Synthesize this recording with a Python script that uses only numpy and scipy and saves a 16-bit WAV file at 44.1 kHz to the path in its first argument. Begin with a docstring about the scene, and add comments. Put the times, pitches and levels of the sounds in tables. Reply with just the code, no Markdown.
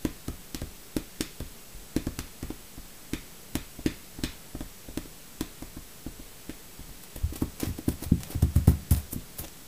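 """Bare feet tap a hard floor in a small room, then walk off past the microphone with heavy heel thuds.
Each sole squeezes out a puff of air and shakes the floor; the skin smacks on the taps and brushes on the steps.
Near walls answer within milliseconds; the mono microphone hisses and whines faintly."""
import sys
import numpy as np
from scipy import signal
from scipy.fft import rfft, irfft, next_fast_len
from scipy.io import wavfile
from scipy.ndimage import uniform_filter1d

SR = 44100
rng = np.random.default_rng(int(sys.argv[2]) if len(sys.argv) > 2 else 0)


def unload_audio(sound):
    """Save the sound as a 16-bit wav file, at the path given as the first command line argument."""
    columns = np.transpose(np.atleast_2d(sound))
    # keep every value between -1 and 1, then stretch to whole-number steps
    steps = np.round(np.clip(columns, -1, 1) * 32767)
    wavfile.write(sys.argv[1], SR, steps.astype(np.int16))


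N = 426447

# the sole lands flat and smacks: (s, skin click dB, clap of the arch dB, clap pitch Hz)
SMACKS = [(0.0511, -34.5, -43, 2200), (0.2825, -35.5, -70, 2700), (.547, -29.5, -44, 3600), (.617, -39.5, -66, 2500), (.9676, -28.5, -49, 3200),
          (1.2093, -26, -34, 5330), (1.403, -43, -51, 3730), (1.9649, -31.5, -41.5, 2700), (2.069, -38.5, -60, 1800),
          (2.1905, -30, -41, 4320), (2.428, -39, -54, 1900), (2.5037, -49, -52, 1800), (3.135, -36, -37.5, 3000),
          (3.5544, -26, -41, 3900), (3.8615, -40, -33, 2950), (4.2371, -55, -30, 4160), (4.6073, -44, -53, 2600),
          (4.9754, -31.5, -54, 3000), (5.4095, -29, -44, 2700), (5.6252, -43, -57, 2300), (6.4963, -43.5, -48, 2100)]
# skin brushing over the floor: (s at the peak, level dB, rise s, fall s, grip: low rasp against high hiss dB)
BRUSHES = [(7.038, -43.5, .005, .005, -3), (7.161, -34.5, 0.0009, .0045, -4.5), (7.336, -47, 0.005, 0.0098, 4), (7.36, -39, 0.0022, .01, -2),
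           (7.42, -39.5, 0.0097, 0.0063, -3.5), (7.6, -31, .0006, 0.0067, -4.5), (7.635, -45.5, 0.021, 0.031, 9), (7.68, -42, .011, .01, -15),
           (7.786, -42, 0.0042, .0045, 1.5), (7.888, -38, .009, .004, -7), (7.92, -45, 0.017, .015, -2), (8.038, -38, 0.018, 0.012, -1),
           (8.206, -51, .006, 0.029, 3), (8.316, -42.5, 0.029, 0.024, 0), (8.423, -34, 0.00093, 0.0072, 0), (8.562, -43, 0.013, 0.033, -1),
           (8.673, -31, .0004, 0.021, -2), (8.909, -29.5, .0007, 0.027, -6.5), (8.965, -38.5, .0025, 0.02, -4.5),
           (9.13, -28, 0.0073, 0.0052, -15), (9.391, -33.5, .008, 0.017, -8), (9.447, -49.5, 0.011, 0.0056, 13.5)]
# modes of the floor and the room above it: (Hz, dB, t60 s)
FLOOR_MODES = [(73.4, 2, 0.25), (88.4, 1, 0.18), (120.3, -0.5, 0.14), (171.7, -4.5, 0.16), (194.8, -16.5, 0.48), (248.7, -2, 0.13), (284, -11, 0.24), (337.5, -6, 0.18), (402, -4.5, 0.12)]
# early reflections: (delay s, dB)
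WALLS = [(.0038, -14), (.0072, -18), (0.0099, -27), (0.016, -15.5), (0.024, -41)]
# diffuse room sound: (Hz, dB against the direct sound, t60 s)
ROOM = [(40, -12, 0.45), (127, -11, 0.68), (279, -12, 0.16), (607, -10, 0.46), (1230, -5, 0.33), (2420, -3.5, 0.43), (4970, -9.5, 0.39), (8700, -7.5, 0.095), (15000, -8, 0.16)]
# steady background: (Hz, dB per Hz)
HISS = [(12, -21), (20, 8.5), (27, -5.5), (92, -8.5), (174, -4), (205, -6.5), (357, -11.5), (409, -9.5), (445, -9),
        (484, -13), (1020, -17.5), (1140, -17.5), (1550, -18), (3360, -18.5), (15000, -19.5)]
HISS_DB = -48.5
WHINE_HZ = 7867  # fixed
WHINE_DB = -65
CUTOFF_HZ = 15400  # fixed
TIME = np.arange(N) / SR
# the whole floor span bending under the weight: (Hz, dB, t60 s)
SAG_MODES = [(20.7, -5, 0.3), (37.4, -3.5, 0.4)]
# short, hollow ringing of the hard floor surface: (Hz, dB, t60 s)
SURFACE_MODES = [(599, -45, 0.11), (669, -45.5, 0.057), (1610, -41, 0.051), (1780, -47, 0.2), (2147, -55, 0.41), (3280, -77, 0.35), (3430, -50.5, 0.27), (3640, -51, 0.19), (4040, -72.5, 0.17)]
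# the forefoot pats the floor: (s, air puff dB, weight dB)
TAPS = [(.0508, -12.5, -42.5), (0.283, -22, -40), (.546, -24.5, -50), (.618, -31, -39), (.966, -13.5, -46.5), (1.207, -15.5, -54),
        (1.404, -34, -41), (1.9645, -11, -42.5), (2.0691, -18.5, -39), (2.1877, -25.5, -41.5), (2.4285, -27.5, -41.5),
        (2.5038, -21.5, -58), (2.7787, -32.5, -51), (3.134, -17, -45.5), (3.5539, -16.5, -40.5), (3.7905, -30, -51.5), (3.8614, -9.5, -42),
        (4.188, -29.5, -51), (4.2366, -16.5, -40), (4.5498, -26, -46), (4.6074, -23.5, -48.5), (4.8862, -31.5, -51), (4.9738, -18, -48),
        (5.057, -33.5, -72), (5.4099, -16, -49.5), (5.623, -26.5, -52), (5.7689, -29, -50), (6.065, -23.5, -47.5), (6.197, -34, -58),
        (6.4942, -23, -54), (6.7934, -40, -51), (6.892, -51, -54.5), (7.1609, -31, -48), (7.325, -27, -64), (7.357, -28, -69),
        (7.4217, -13.5, -35.5), (7.6315, -15.5, -47), (7.7884, -23, -59), (7.8815, -11, -33), (8.024, -25, -49), (8.303, -30, -63),
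        (8.349, -25, -47), (9.13, -26.5, -47)]
TAP_HZ, AIR_OVER_WEIGHT_DB, DB_PER_OCTAVE = 283.5, 24, 67   # pitch of a usual tap; an airier one is higher, a heavier one deeper
TAP_WEIGHT_DB, TAP_PATTER_DB, TAP_PATTER_GROWTH = -45, -43.5, 0.67   # a usual tap, the patter of its flesh, dB more per dB of weight
TAP_SAG_DB, SAG_GROWTH = -36.5, .6   # the floor sags fully under a usual tap, less under lighter ones
# a heel comes down: (s, air puff dB, puff pitch Hz, weight dB)
HEELS = [(1.748, -56, 130, -55), (7.2387, -14, 72, -30.5), (7.669, -34, 111, -34.5), (7.6891, -31, 120, -33), (8.06, -31, 83, -37.5), (8.12, -4, 187, -30.5),
         (8.3569, -20, 109, -34.5), (8.4266, -13.5, 142, -23.5), (8.5601, -17, 122, -22.5), (8.6778, -5.5, 158, -20),
         (8.9108, -27, 120, -21.5), (8.9783, -23, 84, -56), (9.162, -20.5, 204, -44), (9.395, -38, 150, -43)]
HEEL_WEIGHT_DB, HEEL_PATTER_DB, HEEL_PATTER_GROWTH = -20.5, -39.5, 2.9   # a full stride, its patter, dB more per dB of weight
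HEEL_SAG_DB = -38
PATTER_WITH_AIR = 0.32   # dB of patter per dB of puff over weight: a flat landing patters more
# skin ticks as it peels off the floor: (s, dB)
PEELS = [(7.3569, -43), (7.6037, -33), (7.891, -35), (8.2342, -32), (8.9492, -34.5), (9.4825, -42)]
GRIP_DB = None
GRIP_FALL = None
CUSHION_FROM_DB, CUSHION_SLOPE = -42, 0.84   # above this clap, trapped air cushions the flesh: dB less patter per dB of clap
WALK_OFF_S = 7.5  # fixed
STIFF_FLOOR_DB = -3   # away from the standing spot the floor sags less
CLAP_DB = None
CLAP_HZ = None
CLAP_DB_PER_OCTAVE = None
ROLLED_LANDING_DB = 3.5   # a foot that rolls down without a smack patters this much less


def from_db(db):
    """Decibels to gain."""
    return 10 ** (np.asarray(db) / 20)


def rms_one(x):
    """Scale to unit power."""
    return x / np.sqrt(np.mean(x ** 2) + 1e-20)


def band(x, low_hz, high_hz, order=2):
    """Butterworth band-pass."""
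    return signal.sosfilt(signal.butter(order, [low_hz, min(high_hz, .48 * SR)], "band", fs=SR, output="sos"), x)  # fixed


def at_hz(rows, hz, axis=1):
    """Read one column of a table on a log-frequency axis."""
    rows = np.array(rows)
    return np.interp(np.log(hz), np.log(rows[:, 0]), rows[:, axis])


def add(track, s, sound):
    """Mix a sound in from time s."""
    start = max(round(s * SR), 0)
    track[start:start + len(sound)] += sound[:N - start]


def ring(force, hz, t60):
    """A unit impulse sets a cosine of height 1 ringing; a steady force radiates nothing."""
    r, w = from_db(-60 / (t60 * SR)), 2 * np.pi * hz / SR  # fixed
    return signal.lfilter([.5, 0, -.5], [1, -2 * r * np.cos(w), r * r], force + 1e-18)


def puffs(swell=0.17, swell_s=0.005, ring_s=0.0029, ring_hz=300, soft_cycles=0.31, puff_db=2.5):
    """Pressure swells under the closing sole, flips at contact and swings out within a cycle or two."""
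    out, t, lead = np.zeros(N), TIME[:SR // 10], TIME[SR // 50:0:-1]
    for s, db, hz, *_ in footfalls():
        slow = np.sqrt(ring_hz / hz)   # a deep puff builds and fades more slowly
        closing = -swell * slow * np.exp(-lead / (swell_s * slow)) * np.tanh(2 * np.pi * hz * lead / (swell * slow))
        swing = np.sin(2 * np.pi * hz * t) * np.exp(-t / (ring_s * slow))
        rounded = uniform_filter1d(np.concatenate([closing, swing]), max(int(soft_cycles * SR / hz), 1))   # soft flesh blunts the corner
        add(out, s - lead[0], from_db(db + puff_db) * rounded)
    return out


def thuds(push_cycles=0.53, push_lag_cycles=0.36, thud_db=6, sag_db=5, sag_s=0.0086, thud_low_hz=52):
    """The weight lands as a soft push, longer for a heel than for the toes; the floor rings and sags."""
    force, load, t = np.zeros(N), np.zeros(N), TIME[:SR // 20]
    bend = np.sin(np.pi * np.minimum(t / sag_s, 1)) ** 2
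    for s, _, hz, push_db, load_db, _ in footfalls():
        length, hardest = push_cycles / hz, s + push_lag_cycles / hz
        push = np.sin(np.pi * np.minimum(t / length, 1)) ** 2
        add(force, hardest - length / 2, from_db(push_db + thud_db) * push / push.sum())
        add(load, hardest - sag_s / 2, from_db(load_db + sag_db) * bend / bend.sum())
    force = band(force + 1e-18, thud_low_hz, 6000)   # the floor radiates little below its lowest mode
    ringing = sum(from_db(db) * ring(force, hz, t60) for hz, db, t60 in FLOOR_MODES)
    return ringing + sum(from_db(db) * ring(load, hz, t60) for hz, db, t60 in SAG_MODES)


def pats(pat_db=6, fall_s=0.0053, low_hz=310, high_hz=800):
    """The flesh settles in a short dull patter after each contact."""
    out, t = np.zeros(N), TIME[:SR // 10]
    for s, *_, db in footfalls():
        add(out, s, from_db(db + pat_db) * rng.standard_normal(len(t)) * np.exp(-t / fall_s))
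    patter = band(band(out + 1e-18, low_hz, high_hz, order=1), 206, 1460)
    return patter * np.sqrt(SR / 2 / (high_hz - low_hz))


def smacks(click_db=22, click_low_hz=1200, click_high_hz=11000, clap_db=28, clap_t60=0.00045, low_mode=0.58, low_share=0.16):
    """A sharp click of skin, and a clap from the air pocket under the arch."""
    clicks, claps, t = np.zeros(N), np.zeros(N), TIME[:SR // 50]
    for s, db in skin_clicks():
        add(clicks, s, [from_db(db + click_db)])
    for s, _, pocket_db, hz in SMACKS:
        pocket = np.cos(2 * np.pi * hz * t) + low_share * np.cos(2 * np.pi * hz * low_mode * t)   # two leaky air modes
        add(claps, s, from_db(pocket_db + clap_db) * pocket * np.exp(-np.log(1000) * t / clap_t60))
    return band(clicks + 1e-18, click_low_hz, click_high_hz, order=1), band(claps + 1e-18, 600, 12500, order=1)


def brushes(grain_db=5.5, hiss_low_hz=8500, rasp_low_hz=500, rasp_high_hz=7000, rasp_db=-3, rub_db=-4, rub_low_hz=250, rub_high_hz=750):
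    """Dry skin slides with a fine, high hiss; where it grips, a lower rasp and a dull rub join in."""
    hiss, grip = np.zeros(N), np.zeros(N)
    t = TIME[:SR // 2] - TIME[SR // 4]
    for s, db, rise, fall, grip_db in BRUSHES:
        stroke = from_db(db) * np.exp(-np.where(t < 0, -t / rise, t / fall))
        add(hiss, s + t[0], stroke)
        add(grip, s + t[0], stroke * from_db(grip_db))
    grains = rng.standard_normal((3, N)) * from_db(grain_db * rms_one(uniform_filter1d(rng.standard_normal(N), size=30)))
    rasp = from_db(rasp_db) * rms_one(band(grains[1], rasp_low_hz, rasp_high_hz, order=1))
    rub = from_db(rub_db) * rms_one(band(grains[2], rub_low_hz, rub_high_hz))
    return hiss * rms_one(band(grains[0], hiss_low_hz, 17600)) + grip * (rasp + rub)


def reflections(x):
    """The direct sound and its first returns from near surfaces."""
    return x + sum(from_db(db) * np.interp(TIME - delay, TIME, x, left=0) for delay, db in WALLS)


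def reverberation(x, build_s=0.0019):
    """Dense echoes build up and die away, band by band."""
    t, tail, edges = TIME[:SR // 2], 0, 30 * 2 ** np.arange(0, 9.6, .5)  # fixed
    for low, high in zip(edges, edges[1:]):
        hz = np.sqrt(low * high)
        decay = from_db(-60 * t / at_hz(ROOM, hz, axis=2))  # fixed
        echoes = band(rng.standard_normal(SR), low, high)[-len(t):] * decay * (1 - np.exp(-(t / build_s) ** 2))
        tail = tail + from_db(at_hz(ROOM, hz)) * rms_one(echoes) * np.sqrt(2 * (high - low) / SR / len(t))
    return signal.fftconvolve(x, tail)[:N]


def background():
    """Faint room rumble, microphone hiss and a thin electronic whine."""
    size = next_fast_len(N)
    hz = np.maximum(np.arange(size // 2 + 1) * SR / size, 1)
    noise = irfft(rfft(rng.standard_normal(size)) * from_db(at_hz(HISS, hz)) * (hz < CUTOFF_HZ), size)[:N]
    return from_db(HISS_DB) * rms_one(noise) + from_db(WHINE_DB) * np.sqrt(2) * np.sin(2 * np.pi * WHINE_HZ * TIME)


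def crackles(crackle_db=3, spread_s=0.0013, low_hz=1500, high_hz=14000):
    """Around each smack the skin meets the floor in many tiny contacts."""
    out, t = np.zeros(N), TIME[:SR // 25] - TIME[SR // 50]
    for s, db in skin_clicks():
        add(out, s + t[0], from_db(db + crackle_db) * rng.laplace(0, .5, len(t)) * np.exp(-abs(t) / spread_s))
    return band(out + 1e-18, low_hz, high_hz, order=1)


def surface(contacts):
    """Sharp contacts set the hard surface ringing faintly."""
    return sum(from_db(db) * ring(contacts, hz, t60) for hz, db, t60 in SURFACE_MODES)


def sputters(sputter_db=8, fall_s=0.0015, spread=1.66):
    """Air escaping between the toes roughens each clap for a few milliseconds."""
    out, t = np.zeros(N), TIME[:SR // 25]
    for s, _, db, hz in SMACKS:
        air = rms_one(band(rng.standard_normal(len(t)), hz / max(spread, 1.1), hz * max(spread, 1.1)))
        add(out, s, from_db(db + sputter_db) * air * np.exp(-t / fall_s))
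    return out


def footfalls():
    """Every landing as (s, puff dB, puff Hz, thud dB, sag dB, patter dB); pitch, sag and patter follow air and weight."""
    rows = []
    for s, air, weight in TAPS:
        airy, heavy = air - weight - AIR_OVER_WEIGHT_DB, weight - TAP_WEIGHT_DB
        patter = TAP_PATTER_DB + TAP_PATTER_GROWTH * heavy + PATTER_WITH_AIR * airy - cushion(s)
        sag = TAP_SAG_DB + SAG_GROWTH * min(heavy, 0) + STIFF_FLOOR_DB * (s > WALK_OFF_S)
        rows.append((s, air, TAP_HZ * 2 ** (airy / DB_PER_OCTAVE), weight, sag, patter))
    for s, air, hz, weight in HEELS:
        patter = HEEL_PATTER_DB + HEEL_PATTER_GROWTH * (weight - HEEL_WEIGHT_DB) + PATTER_WITH_AIR * (air - weight)
        rows.append((s, air, hz, weight, HEEL_SAG_DB + STIFF_FLOOR_DB * (s > WALK_OFF_S), patter))
    return rows


def skin_clicks():
    """Skin clicks when it lands flat and when it peels off: (s, dB)."""
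    return [(s, db) for s, db, *_ in SMACKS] + list(PEELS)




def cushion(s):
    """By how many dB the landing at time s is softened, by rolling down or by air trapped under a clapping sole."""
    claps = [db for when, _, db, _ in SMACKS if abs(when - s) < .02]  # fixed
    return CUSHION_SLOPE * max(claps[0] - CUSHION_FROM_DB, 0) if claps else ROLLED_LANDING_DB


def scene(clap_direct_db=-13, clap_wall_db=-11, clap_wall_s=.0101, puff_low_hz=45):
    """The clap shoots out sideways from under the foot, so it is heard mostly by way of a wall and the room."""
    clicks, claps = smacks()
    patter = pats()
    air = band(puffs() + 1e-18, puff_low_hz, 6000, order=1)   # a sole is too small to radiate the deepest bass
    feet = air + patter + clicks + sputters() + brushes()
    near = reflections(feet + crackles() + from_db(clap_direct_db) * claps)
    bounce = from_db(clap_wall_db) * band(np.interp(TIME - clap_wall_s, TIME, claps, left=0), 1700, 3900)   # the wall returns only the middle range
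    mono = near + bounce + reverberation(feet + claps) + surface(claps + patter) + thuds() + background()
    return np.stack([mono, mono])


def record(dry):
    """The recorder adds a small steady offset and cuts the top."""
    offset = -.003  # fixed
    return signal.sosfilt(signal.ellip(10, .1, 70, CUTOFF_HZ, fs=SR, output="sos"), dry) + offset


dry = scene()
out = record(dry)
unload_audio(out)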